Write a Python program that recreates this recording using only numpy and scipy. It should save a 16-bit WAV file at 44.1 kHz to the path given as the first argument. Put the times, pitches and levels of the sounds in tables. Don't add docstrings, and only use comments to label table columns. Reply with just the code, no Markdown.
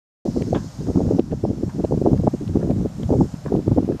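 import sys
import numpy as np
from scipy import signal
from scipy.fft import rfft, irfft, next_fast_len
from scipy.io import wavfile
from scipy.ndimage import uniform_filter1d, map_coordinates

SR = 44100
rng = np.random.default_rng(int(sys.argv[2]) if len(sys.argv) > 2 else 0)


def linear_from_db(decibels):
    return 10 ** (np.asarray(decibels, float) / 20)


def output_pcm(signal):
    pcm = np.clip(np.atleast_2d(signal).T, -1, 1) * 32767
    wavfile.write(sys.argv[1], SR, np.round(pcm).astype(np.int16))


N = 176400
T = np.arange(N) / SR

# [f/Hz, level/dB per Hz]
ROAD_SPECTRUM = [(290, -24), (500, -10.5), (610, -6.5), (2360, -24.5), (5370, -25), (6840, -30.5),
                 (9360, -34.5), (12100, -37), (15000, -58)]
# [f/Hz, level/dB]
WHINE_TONES = [(11763, -83), (11793, -85), (11823, -79)]
# [t/s, level/dB, tilt to the higher singers]
CHORUS_COURSE = [
    (.25, -48, -0.27),
    (1.2, -52, -0.19),
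    (2, -53, .05),
    (2.9, -55.5, .1),
    (3.22, -50.5, 0.065),
    (3.45, -56, 0.018),
    (4, -60.5, 0.033),
]
# [f/Hz, level/dB]
NEAR_SINGERS = [(5217, -62), (5500, -64), (5935, -70.5), (6640, -67)]
# [f/Hz, level/dB per Hz]
SHRILL_SPECTRUM = [(3000, -29), (4000, -8.5), (5300, -3), (6500, -1.5), (7600, -3.5), (9000, -12.5),
                   (10500, -22)]
# [t/s, peak level/dB]
HARNESS_TICKS = [
    (0.422, -27.5),
    (1.849, -34),
    (2.176, -34.5),
    (2.478, -33),
    (2.7082, -34),
    (3.0324, -33),
    (3.563, -36.5),
]
# [f/Hz, level/dB]
TICK_SPECTRUM = [(500, -120), (1200, -1), (3500, 2), (5000, -9), (10000, -18), (15000, -37.5)]
# [t/s, level/dB, t60/s, top f/Hz]
KNOCKS = [(0.547, -28, 0.15, 3970), (0.869, -34, 0.027, 2100), (1.311, -45, 0.12, 3630),
          (1.692, -39.5, 0.09, 2570), (2.174, -48, 0.044, 3620), (2.396, -47, 0.022, 2500),
          (2.613, -40.5, 0.05, 2000), (2.627, -34.5, 0.025, 2030), (3.027, -50, 0.04, 3830),
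          (3.349, -44.5, 0.059, 3400), (3.46, -32, 0.032, 2510), (3.481, -33, 0.047, 1880),
          (3.919, -39.5, .04, 3000)]
# [f/Hz, width/Hz, level/dB]
HOOF_RESONANCES = [(970, 170, -5.5), (1660, 184, -9), (2580, 820, -18.5), (3620, 290, -15)]
# [t/s, strength/dB]
WIND_STRENGTH = [(.25, -36), (.55, -24.5), (.7, -32.5), (.82, -24), (1.2, -28), (1.37, -27), (2.1, -20.5),
                 (2.47, -27.5), (2.7, -17), (2.9, -28.5), (3.15, -15.5), (3.3, -28.5), (3.43, -29.5),
                 (3.55, -33), (3.75, -19.5), (4, -38)]
# [centre t/s, width/s, level/dB]
GUST_TRAINS = [(0.263, 0.067, -21.5), (0.372, 0.039, -22.5), (0.418, 0.018, -20), (0.481, 0.039, -28),
               (0.544, 0.049, -18.5), (0.642, 0.012, -31), (0.893, 0.032, -21), (0.977, 0.039, -18.5),
               (1.02, 0.035, -20.5), (1.069, 0.03, -23), (1.111, 0.03, -19.5), (1.146, 0.043, -20.5),
               (1.192, 0.017, -16.5), (1.326, 0.018, -18.5), (1.448, 0.017, -18), (1.5, 0.056, -24.5),
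               (1.64, 0.014, -19.5), (1.683, 0.0094, -22.5), (1.753, 0.01, -27.5), (1.801, 0.024, -22),
               (1.845, 0.0094, -9.5), (1.925, 0.03, -17.5), (1.98, 0.0093, -17.5), (2.022, 0.0097, -19),
               (2.067, 0.031, -15.5), (2.128, 0.034, -17.5),
               (2.198, 0.014, -19.5), (2.243, 0.016, -19.5), (2.276, 0.009, -10.5), (2.342, 0.016, -21.5),
              (2.422, 0.023, -25.5), (2.498, 0.0092, -22), (2.566, 0.032, -21), (2.63, 0.023, -22.5),
              (2.706, 0.025, -21.5), (2.788, 0.071, -26), (2.853, 0.016, -20), (3.035, 0.02, -20),
              (3.119, 0.034, -17), (3.157, 0.015, -21), (3.211, 0.032, -15), (3.344, 0.0094, -25.5),
              (3.463, 0.016, -23.5), (3.549, 0.061, -19), (3.68, 0.022, -21), (3.716, 0.016, -18),
              (3.782, 0.013, -10), (3.829, 0.013, -23.5), (3.901, 0.038, -18), (3.956, 0.014, -22.5)]
# [t/s, peak level/dB, f/Hz]
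STRONG_EDDIES = [(0.2586, -12.5, 294), (0.3738, -6.5, 263), (0.4188, -12.5, 234), (0.5302, -5.9, 532),
                 (0.5499, -14, 295), (0.5621, -8.5, 226), (0.8856, -11.5, 238), (0.9031, -11.5, 376),
                 (0.9604, -4.5, 167), (0.9734, -3.5, 216), (0.9846, -7.5, 223), (1.0064, -10, 306),
                 (1.1115, -4.5, 366), (1.1368, -7.7, 195), (1.1491, -8, 196), (1.1955, -0.25, 310),
                 (1.4405, -6.5, 343), (1.4531, -11.5, 476), (1.5046, -9.5, 235), (1.6351, -9, 290),
                 (1.7971, -10.3, 216), (1.8416, -7.8, 205), (1.9244, -7.8, 477), (1.9766, -9, 269),
                 (2.0171, -7, 294), (2.0405, -12.2, 219), (2.0583, -5, 345), (2.0747, -3, 314),
                 (2.0871, -9, 304), (2.118, -7.5, 212), (2.1328, -2.6, 215), (2.1638, -10, 139),
                 (2.2796, -3.5, 206), (2.3407, -9, 265), (2.5573, -3, 253), (2.5722, -5.5, 254),
                 (2.6042, -11, 160), (2.6355, -11.9, 276), (2.7054, -9, 223), (2.7835, -11, 199),
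                 (2.8521, -11, 248), (3.1057, -7.9, 344), (3.1285, -5, 315), (3.1861, -12, 235),
                 (3.1992, -9.5, 226), (3.2109, -5, 277), (3.2229, -11, 220), (3.243, -11.5, 183),
                 (3.5221, -7, 335), (3.5422, -4.5, 303), (3.5652, -11.5, 267), (3.5914, -10, 320),
                 (3.6807, -4, 299), (3.7188, -5.5, 181), (3.765, -10.1, 320), (3.7844, -2.3, 263),
                 (3.8056, -9.5, 233), (3.8474, -9.5, 188), (3.8904, -9.5, 287), (3.9106, -11, 410)]
# [t/s, peak level/dB]
SLOW_EDDIES = [(0.3817, -20.5), (0.5341, -17.5), (0.9043, -16.7), (0.9763, -21), (1.1239, -20.5),
               (1.1951, -17), (1.3211, -20), (1.4407, -14.5), (1.5068, -15), (1.642, -18.5), (1.8472, -20),
               (1.9094, -18.4), (1.9815, -15), (2.0583, -21), (2.1664, -14), (2.2208, -13.5), (2.2858, -22),
               (2.6044, -19.2), (3.0619, -14), (3.1188, -11.5), (3.6834, -12), (3.7271, -9.5),
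               (3.7832, -13)]
# [t/s, peak level/dB]
FAST_EDDIES = [(0.2792, -23.5), (0.5323, -19), (0.5539, -23), (0.5715, -27.0), (0.9034, -25.2),
               (0.9605, -24), (1.0058, -20), (1.0901, -25), (1.1098, -25.4), (1.1954, -17.0),
               (1.4517, -18.5), (1.8458, -22.5), (1.9233, -18), (2.0632, -20), (2.0765, -26),
               (2.1326, -19.7), (2.278, -15.5), (2.5707, -27.6), (3.0943, -23), (3.1064, -22.5),
               (3.1285, -22.5), (3.1572, -25.5), (3.2117, -14), (3.5264, -18.5), (3.552, -19),
               (3.6799, -24), (3.7223, -27.2), (3.7842, -13.5), (3.891, -25), (3.9112, -26), (3.9998, -25)]
# [f/Hz, level/dB per Hz]
RUMBLE_SPECTRUM = [(20, -27), (50, -5.5), (100, -4.5), (160, -2), (250, -8.5), (400, -26.5), (700, -47),
                   (1000, -120)]
# [f/Hz, level/dB per Hz]
SPRAY_SPECTRUM = [(350, -120), (500, 3), (750, -4.5), (1000, -14), (1300, -18.5), (1800, -38), (3000, -120)]

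BUZZ_HZ, BUZZ_DEPTH, LINE_DB, LINE_WIDTH_HZ = 380, 0.3, -9.5, 8
DUCK_S, DUCK_DB, RECOVER_S = 1.198, -4.5, 0.56
TICK_T60_S, TICK_DB = 0.02, -9
SNAP_S, SNAP_DB, SNAP_T60_S, SNAP_HZ = 1.1955, -19, 0.004, 4500
GUST_DB, CALM_DB, GUST_SPREAD = 4.5, -10.5, 0.43
GUST_LINGERS = 1.13
EDDY_HZ, EDDY_HZ_PER_DB, EDDY_SCATTER, EDDY_CYCLES, EDDY_SIZE_DB = 279.6, 0.04, 0.43, 0.33, 6.5
POP_CYCLES, POP_DB, POP_SHARP, POP_CLEARS_S = 0.35, -0.18, 1.087, 0.0045
HEAVE_CYCLES, HEAVE_DB, HEAVE_HZ, HEAVE_CLEARS_S = 0.5, -1, 99, 0.018
FLICK_CYCLES, FLICK_DB, FLICK_HZ = 0.56, 1, 712
RUMBLE_DB, LUMP_DB, RUMBLE_FOLLOWS = -7, 3, 0.61
SPRAY_DB, SPRAY_GROWS = -40.5, 1.57
START_S, OVERLOAD = 0.2505, 1.05
NOTCH_HZ, NOTCH_WIDTH_HZ, NOTCH_DEPTH, BAND_HZ = 7865, 45, 0.93, 14950


def unit(x):
    return x / np.sqrt(np.mean(x ** 2) + 1e-20)


def along(points, hz):
    f, v = np.transpose(points)
    return np.interp(np.log(hz + 1), np.log(f + 1), v)


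def curves(rows):
    s, *cols = np.transpose(rows)
    return [np.interp(T, s, c) for c in cols]


def wobble(rate):
    knots = rng.standard_normal(int(rate * 5) + 9)
    return map_coordinates(knots, [T * rate + 2])


def filtered(x, response):
    m = next_fast_len(N + SR // 2)
    return irfft(rfft(x, m) * response(np.fft.rfftfreq(m, 1 / SR)), m)[..., :N]


def rush(spectrum, patchy_db):
    z = signal.stft(rng.standard_normal(N), nperseg=512)[2]
    field = uniform_filter1d(rng.standard_normal(z.shape), size=6, axis=0)
    field = uniform_filter1d(field, size=12, axis=1)
    x = signal.istft(z * linear_from_db(patchy_db * unit(field)), nperseg=512)[1][:N]
    return unit(filtered(x, lambda hz: linear_from_db(along(spectrum, hz))))


def road():
    return linear_from_db(ROAD_DB_DRIFT()) * rush(ROAD_SPECTRUM, patchy_db=0.5)


def ROAD_DB_DRIFT():
    return -49 + 0.16 * wobble(4.04)


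def whine():
    out = np.zeros(N)
    for hz, db in WHINE_TONES:
        level = linear_from_db(db + 5 + 0.3 * wobble(6))
        out += level * np.sin(2 * np.pi * (hz * T + rng.random()))
    return out


def insects():
    level_db, tilt = curves(CHORUS_COURSE)
    buzz = 1 + BUZZ_DEPTH * np.sin(2 * np.pi * BUZZ_HZ * T + 0.76 * wobble(12))
    band = rush(SHRILL_SPECTRUM, patchy_db=1.5) * buzz
    high = filtered(band, lambda hz: np.tanh((hz - 6200) / 900))
    lines = np.zeros(N)
    for hz, db in NEAR_SINGERS:
        level = linear_from_db(db + 2.9 * wobble(4.53) + 2.8 * tilt * np.tanh((hz - 6200) / 900))
        drift = np.cumsum(LINE_WIDTH_HZ * wobble(25)) / SR
        lines += level * np.sin(2 * np.pi * (hz * T + drift))
    return linear_from_db(level_db - 3.0) * (band + np.clip(tilt, -0.9, 0.9) * high + linear_from_db(LINE_DB) * unit(lines))


def gain_duck():
    since = T - DUCK_S
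    return linear_from_db(DUCK_DB * (since > 0) * np.exp(-np.maximum(since, 0) / RECOVER_S))


def harness():
    shape = np.zeros(N)
    for s, db in HARNESS_TICKS:
        shape += linear_from_db(db + TICK_DB) * (T > s) * linear_from_db(-60 * np.maximum(T - s, 0) / TICK_T60_S)
    return shape * rush(TICK_SPECTRUM, patchy_db=3.0)


def hooves():
    out, t = np.zeros(N), np.arange(SR // 5) / SR
    f = np.fft.rfftfreq(len(t), 1 / SR)
    body = 0
    for k, (centre, width, db) in enumerate(HOOF_RESONANCES):
        resonance = 1j * f * width / (centre * centre - f * f + 1j * f * width)
        body = body + (-1) ** k * linear_from_db(db) * resonance
    low = 1 / (1 + (f / 1900) ** 8)
    for s, db, t60, top_hz in KNOCKS:
        strike = rfft(rng.standard_normal(len(t))) * body / (1 + (f / top_hz) ** 10)
        fade = linear_from_db(-60 * t / abs(t60))
        knock = irfft(strike * low, len(t)) * fade + irfft(strike * (1 - low), len(t)) * fade ** 1.5
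        scuff = linear_from_db(db + 0.96 * wobble(100)[:len(t)])
        attack = 1 - np.exp(-t / 0.00053)
        part = out[round(s * SR):][:len(t)]
        part += (scuff * attack * knock / np.std(irfft(strike)))[:len(part)]
    return out


def snap():
    since = T - SNAP_S
    fade = linear_from_db(SNAP_DB - 60 * np.maximum(since, 0) / SNAP_T60_S)
    burst = (since > 0) * fade * rng.standard_normal(N)
    return filtered(burst, lambda f: 1 / (1 + (f / SNAP_HZ) ** 8))


def gusts(step=32):
    t = T[::step]
    swells = 0
    for s, width, db in GUST_TRAINS:
        late = (t - s) / (GUST_SPREAD * width)
        late = np.where(late > 0, late / GUST_LINGERS, late * GUST_LINGERS)
        swells = swells + linear_from_db(2 * db) / np.cosh(np.clip(late, -50, 50)) ** 2
    return linear_from_db(GUST_DB) * np.sqrt(np.interp(T, t, swells))


def wavelets(s, hz, gain, phase, cycles, size=900):
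    k = np.arange(-size // 2, size // 2)
    turn = k / SR * hz[:, None]
    w = gain[:, None] / np.cosh(turn / cycles) * np.cos(2 * np.pi * turn + phase[:, None])
    w = w - w.mean(axis=1, keepdims=True) * np.hanning(size) * 2
    at = np.clip(np.round(s * SR).astype(int)[:, None] + k, 0, N)
    return np.bincount(at.ravel(), w.ravel(), N + 1)[:N]


def single(rows, db, cycles, hz, size):
    s, peak_db = np.transpose(rows)[:2]
    v = rng.random((len(s), 3))
    phase = np.pi * (v[:, 0] > 0.5) + 1.31 * (v[:, 1] - 0.5)
    pitch = hz * (1 + 0.22 * (v[:, 2] - 0.5))
    return wavelets(s, pitch, linear_from_db(peak_db + db), phase, cycles, size=size)


def clearing(rows, width_s, depth):
    passing = sum(np.exp(-((T - row[0]) / width_s) ** 2) for row in rows)
    return 1 - depth * np.clip(passing, 0, 1)


def small_eddies(flow, count=880):
    u, g = rng.random((count, 2)), rng.standard_normal((count, 2))
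    s = (np.arange(count) + u[:, 0]) * N / SR / count
    local = np.interp(s, T, flow)
    size = local * linear_from_db(EDDY_SIZE_DB * np.tanh(g[:, 0]))
    rise = EDDY_HZ_PER_DB * (20 * np.log10(local) + 20)
    hz = EDDY_HZ * np.exp(rise + EDDY_SCATTER * np.tanh(g[:, 1]))
    return wavelets(s, np.clip(hz, 90, 600), size, 2 * np.pi * u[:, 1], EDDY_CYCLES)


def wind():
    strength_db, = curves(WIND_STRENGTH)
    calm_db = strength_db + CALM_DB + 8.7 * np.tanh(wobble(22.065))
    flow = np.sqrt(linear_from_db(1.844 * calm_db) + gusts() ** 2)
    eddies = small_eddies(flow)
    pop_hz = np.transpose(STRONG_EDDIES)[2]
    pop_cycles = POP_CYCLES * (pop_hz[:, None] / 280) ** 0.57
    pops = single(STRONG_EDDIES, POP_DB, pop_cycles, POP_SHARP * pop_hz, size=1200)
    pops = pops + single(FAST_EDDIES, FLICK_DB, FLICK_CYCLES, FLICK_HZ, size=600)
    heaves = single(SLOW_EDDIES, HEAVE_DB, HEAVE_CYCLES, HEAVE_HZ, size=3600)
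    eddies = eddies * clearing(STRONG_EDDIES, POP_CLEARS_S, 0.77)

    rumble = unit(linear_from_db(LUMP_DB * wobble(14)) * rush(RUMBLE_SPECTRUM, patchy_db=0.0))
    rumble = rumble * (flow / linear_from_db(strength_db - 6.5)) ** RUMBLE_FOLLOWS
    rumble = linear_from_db(strength_db + RUMBLE_DB) * rumble * clearing(SLOW_EDDIES, HEAVE_CLEARS_S, 0.69)

    buffeting = 10 * uniform_filter1d(np.abs(eddies + pops), size=350)
    spray = linear_from_db(SPRAY_DB) * buffeting ** SPRAY_GROWS * rush(SPRAY_SPECTRUM, patchy_db=3.0)
    return eddies + pops + heaves + spray + rumble


def scene():
    background = gain_duck() * (insects() + road() + whine())
    return (background + harness() + hooves() + snap() + wind())[None]


def low_pass(x):
    return signal.sosfilt(signal.butter(12, 15110, fs=SR, output="sos"), x)


def record(dry):
    x = dry / (1 + (dry / OVERLOAD) ** 4) ** (1 / 4)

    def response(hz):
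        notch = 1 - NOTCH_DEPTH * np.exp(-0.5 * ((hz - NOTCH_HZ) / NOTCH_WIDTH_HZ) ** 2)
        return notch * (hz < BAND_HZ)

    fade_in = np.clip((T - START_S) / 0.00227, 0, 1) ** 2
    return low_pass(filtered(x, response) * fade_in)


dry = scene()
out = record(dry)
output_pcm(out)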